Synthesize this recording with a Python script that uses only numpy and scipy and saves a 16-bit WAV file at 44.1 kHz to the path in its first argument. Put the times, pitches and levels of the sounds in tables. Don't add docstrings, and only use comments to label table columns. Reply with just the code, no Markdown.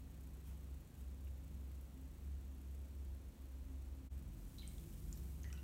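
import sys
import numpy as np
from scipy import signal
from scipy.fft import rfft, irfft, next_fast_len
from scipy.io import wavfile
from scipy.ndimage import map_coordinates

SR = 44100
rng = np.random.default_rng(int(sys.argv[2]) if len(sys.argv) > 2 else 0)


def generate_wav(sig):
    pcm = np.round(np.clip(np.atleast_2d(sig).T, -1, 1) * 32767).astype(np.int16)
    wavfile.write(sys.argv[1], SR, pcm)


N = 248283
TIME = np.arange(N) / SR
DIP_S = 4.094


def foam(start_s=4.25, growth_db_per_s=2):
    parted = envelope(start_s, attack_s=0.27, hold_s=0.64, fall_db_per_s=11.5)
    growth_db = growth_db_per_s * (TIME - start_s)
    return amp(-70 + growth_db + 0.48 * wobble(18)) * parted * fizz()


# frequency in Hz, relative level in dB.
FIZZ_COLOUR = [(800, -30), (2500, -3.5), (4500, -4.5), (7000, 0), (8200, 0.5), (8900, 1), (9600, 2),
               (10400, -2.5), (11600, 2), (14000, 2), (15800, -1)]
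def fizz(bursts_per_s=2500, spread_db=4, grain_share=0.48):
    fires = rng.random(N) < bursts_per_s / SR
    bursts = fires * rng.standard_normal(N) * amp(spread_db * rng.standard_normal(N))
    smooth = np.sqrt(1 - grain_share) * rng.standard_normal(N)
    return coloured(np.sqrt(grain_share) * unit(bursts) + smooth, FIZZ_COLOUR)


# frequency in Hz, relative level in dB.
DEEP_COLOUR = [(20, -50), (34, -22), (45, 0.5), (50, -1.5), (56, -15), (80, -27), (150, -40), (400, -61),
               (900, -79)]
WASH_COLOUR = [(40, -18.5), (95, 2.5), (130, -0.5), (146, -9), (175, -1.5), (220, -3), (250, -21),
               (340, -7.5), (400, -33), (800, -45), (1400, -35), (2500, -52)]
def heave(start_s=4.07, attack_s=0.1, hold_s=1.12):
    push = envelope(start_s, attack_s, hold_s, fall_db_per_s=50)
    churn = envelope(start_s, attack_s, hold_s, fall_db_per_s=5)
    rest_db = -63 + 4.5 * bump(0.73, 1.5)
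    deep = np.hypot(amp(rest_db), amp(-53) * push) * noise(DEEP_COLOUR)
    wash = amp(-60 + 0.76 * wobble(5.2)) * churn * noise(WASH_COLOUR)
    return deep + wash


# start in seconds, starting pitch in Hz, level in dB,
# seconds to fall 60 dB, reverb send in dB.
PLINKS = [ (1.2720, 2590, -57, .008, -7), (4.584, 3920, -48, 0.0095, 4), (4.5950, 3990, -51, 0.02, -1),
          (4.6150, 3620, -59, .016, 1), (4.6217, 3100, -54.5, 0.023, 0.5), (4.6310, 2180, -57, 0.024, 0.5),
          (4.6768, 8360, -36.5, 0.0031, -6.5), (4.7820, 3330, -50.5, 0.0038, -3),
          (4.783, 6900, -54, .004, -3), (5.1275, 6980, -40.5, 0.006, -10), (5.1286, 5500, -46, 0.0038, -3),
          (5.1743, 13300, -45, 0.0026, 0), (5.4329, 6200, -49.5, 0.0095, -3),
          (5.4434, 1900, -52, 0.019, 5.5), (5.502, 2910, -59, 0.021, -1), (5.503, 1240, -63, .025, 2),
          (5.528, 5730, -46, 0.0097, -9), (5.5280, 7750, -46, 0.0055, -9), (5.5278, 2530, -52, 0.014, -5),
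          (5.5300, 1454, -62.5, 0.062, 2), (5.553, 2860, -59.5, 0.018, -1), (5.577, 2730, -61, 0.083, -1), ]
def bubbles(rise=0.13, attack_s=0.00007):
    out, t = np.zeros(N), np.arange(SR // 12) / SR
    for start, hz, db, t60, reverb_db in PLINKS:
        pitch = hz * (1 + rise * np.minimum(t / t60, 1))
        gain = amp(db - 60 * t / t60) * (1 - np.exp(-t / attack_s))
        ring = gain * np.sin(2 * np.pi * np.cumsum(pitch) / SR)
        add(out, start, in_room(ring, reverb_db))
    return out


# start in seconds, level in dB before the trim, band centre in Hz.
FILM_SNAPS = [(1.812, -56, 13000), (4.584, -55.5, 5950), (4.782, -56, 8000), (5.002, -59, 12000),
              (5.174, -58, 5000), (5.433, -59, 6500), (5.443, -53, 3500), (5.575, -56, 3700)]
def ticks(t60=0.018, width_octaves=0.51, trim_db=-6):
    out, t = np.zeros(N), np.arange(SR // 30) / SR
    for start, db, centre_hz in FILM_SNAPS:
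        band = lambda hz: np.exp(-0.5 * (np.log2((hz + 1) / centre_hz) / width_octaves) ** 2)
        burst = unit(filtered(rng.standard_normal(len(t)), band))
        crack = burst * amp(db + trim_db - 60 * t / t60)
        add(out, start, in_room(crack, reverb_db=-5))
    return out


# frequency in Hz, seconds to fall 60 dB.
TILE_DECAY = [(500, 0.54), (2000, 0.53), (4000, 0.46), (9000, 0.42), (15000, 0.05)]
# typical delay in seconds, gain in dB.
WALL_ECHOES = [(.0017, -7.5), (0.0118, -12.5)]
def in_room(sound, reverb_db, path_spread=0.12):
    hz, t, spectrum = signal.stft(rng.standard_normal(SR // 2), SR, nperseg=256)
    decay = amp(-60 * t / along(TILE_DECAY, hz)[:, None]) * (1 - np.exp(-t / 0.0011))
    impulse_response = signal.istft(spectrum * decay, SR, nperseg=256)[1]
    tail = signal.fftconvolve(sound, impulse_response)
    out = tail * amp(reverb_db) * np.linalg.norm(sound) / np.linalg.norm(tail)
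    add(out, 0, sound)
    for delay, db in WALL_ECHOES:
        add(out, delay * np.exp(path_spread * rng.standard_normal()), amp(db) * sound)
    return out


# frequency in Hz, relative level in dB.
RUSTLE_COLOUR = [(300, -30), (900, 1), (1600, -4), (3200, 1), (3900, -17), (6000, -32)]
# start in seconds, body level in dB, fizz level in dB.
RUSTLE_CUES = [(.445, -74, -67.5), (.965, -86, -72.5)]
def rustles():
    body = amp(2.4 * wobble(70)) * noise(RUSTLE_COLOUR)
    top = fizz()
    out = np.zeros(N)
    for start, body_db, top_db in RUSTLE_CUES:
        gain = envelope(start, attack_s=0.026, hold_s=0.01, fall_db_per_s=186)
        out += gain * (amp(body_db) * body + amp(top_db) * top)
    return out


# middle in seconds, length in seconds, depth in dB.
DEEP_LULLS = [(.1, 0.52, 6), (0.403, 0.27, 7.5), (0.884, 0.28, 17), (1.927, 0.28, 6), (2.163, 0.23, 11),
              (3.347, 0.15, 24), (4.448, 0.56, 18.5), (4.888, 0.95, 6)]
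# time in seconds, level in dB.
MIDDLE_RIDE = [(0, -65.5), (.75, -63.5), (1.08, -72), (1.5, -64), (1.75, -72.5), (2.1, -68), (4.0, -83.5),
               (5.0, -60), (5.63, -62.5)]
UPPER_SWELLS = [2.003, 3.72, 4.03]
# pitch in Hz, level in dB before the trim.
FAINT_TONES = [(89.5, -62), (133.5, -68), (198, -70), (216, -69.5), (338, -75.5), (542, -81.5)]
def hum(deep_hz=67.2, middle_hz=156.7, upper_hz=264, faint_trim_db=-5):
    lull_db = sum(depth * bump(middle, length) for middle, length, depth in DEEP_LULLS)
    out = amp(-50 - lull_db + 2.3 * wobble(14)) * tone(deep_hz, drift_hz=1.5, rate=12)
    middle_db = np.interp(TIME, *np.transpose(MIDDLE_RIDE))
    out += amp(middle_db + 1.3 * wobble(7)) * tone(middle_hz, drift_hz=0.8, rate=6)
    swell = amp(-62.5) * sum(bump(middle, 0.25) for middle in UPPER_SWELLS)
    upper_gain = np.hypot(amp(-72.5 + 2.5 * wobble(11)), swell)
    out += upper_gain * tone(upper_hz, drift_hz=3.6, rate=22)
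    for hz, db in FAINT_TONES:
        out += amp(db + faint_trim_db + 2.94 * wobble(7)) * tone(hz, drift_hz=2.19, rate=9)
    return out


# frequency in Hz, relative level in dB.
RUMBLE_COLOUR = [(20, -44), (40, 5), (60, 4), (105, 2.5), (145, -6.5), (190, -2), (240, -4.5), (310, -6.5),
                 (400, -11.5), (600, -16), (1000, -21), (2000, -27.5), (4500, -49)]
def room_rumble():
    return amp(-61.5) * noise(RUMBLE_COLOUR)


# frequency in Hz, relative level in dB.
HISS_COLOUR = [(300, -31.5), (2500, 3), (4300, 1), (4950, -3), (5500, 0), (7100, 0), (7600, -1), (8050, 0),
               (9500, -1.5), (10400, -4.5), (12000, 0.5), (13800, -3.5), (15000, -0.5)]
def hiss():
    return amp(-73.5) * noise(HISS_COLOUR)


# frequency in Hz, relative level in dB.
CLICK_COLOUR = [(1000, -17.5), (2500, -5.5), (5000, -15.5), (6300, -9.5), (7100, -3), (7600, -9.5),
                (8050, 2), (8800, -17), (9500, -2), (10450, -12), (12400, 0), (13800, -11.5), (14700, -2),
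                (15600, -8)]
def sizzle(clicks_per_s=900, spread_db=5.5, bunching=1.4, fall_db_per_s=0.83):
    bunch_hz = np.where(TIME < DIP_S, 29.9, 20)
    pulse = np.sin(2 * np.pi * np.cumsum(bunch_hz) / SR)
    busy = np.exp(bunching * pulse + 0.6 * wobble(250))
    fires = rng.random(N) < clicks_per_s / SR * busy / busy.mean()
    clicks = fires * rng.choice([-1, 1], N) * amp(spread_db * rng.uniform(-2.8, 2.6, N))
    age = np.where(TIME < DIP_S, TIME, TIME - DIP_S)
    return amp(-76.5 - fall_db_per_s * age) * coloured(clicks, CLICK_COLOUR)


def amp(db):
    return 10 ** (np.asarray(db) / 20)


def unit(x):
    return x / np.sqrt(np.mean(x ** 2) + 1e-20)


def along(points, hz):
    freqs, values = np.transpose(points)
    return np.interp(np.log(hz + 1), np.log(freqs + 1), values)


def filtered(x, response):
    size = next_fast_len(len(x) + SR // 4)
    return irfft(rfft(x, size) * response(np.fft.rfftfreq(size, 1 / SR)), size)[:len(x)]


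def coloured(x, colour):
    return unit(filtered(x, lambda hz: amp(along(colour, hz))))


def noise(colour):
    return coloured(rng.standard_normal(N), colour)


def wobble(rate):
    return map_coordinates(rng.standard_normal(int(N * rate / SR) + 4), [TIME * rate])


def tone(hz, drift_hz, rate):
    cycles = np.cumsum(hz + drift_hz * wobble(rate)) / SR
    return np.sqrt(2) * np.sin(2 * np.pi * (cycles + rng.random()))


def envelope(start_s, attack_s, hold_s, fall_db_per_s):
    t = TIME - start_s
    return np.clip(t / attack_s, 0, 1) * amp(-fall_db_per_s * np.maximum(t - attack_s - hold_s, 0))


def bump(middle_s, length_s):
    return np.cos(np.pi * np.clip((TIME - middle_s) / length_s, -0.5, 0.5)) ** 2


def add(track, start_s, sound):
    part = track[round(start_s * SR):][:len(sound)]
    part += sound[:len(part)]


def scene():
    water = foam() + heave() + bubbles() + ticks()
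    return (water + rustles() + hum() + room_rumble() + hiss() + sizzle())[None]


def record(dry, fade_s=0.026, top_hz=15800):
    dip_gain = np.clip(np.abs(TIME - DIP_S) / fade_s, 0, 1) ** 1.05
    return filtered(dry[0] * dip_gain, lambda hz: hz < top_hz)[None]


dry = scene()
out = record(dry)
generate_wav(out)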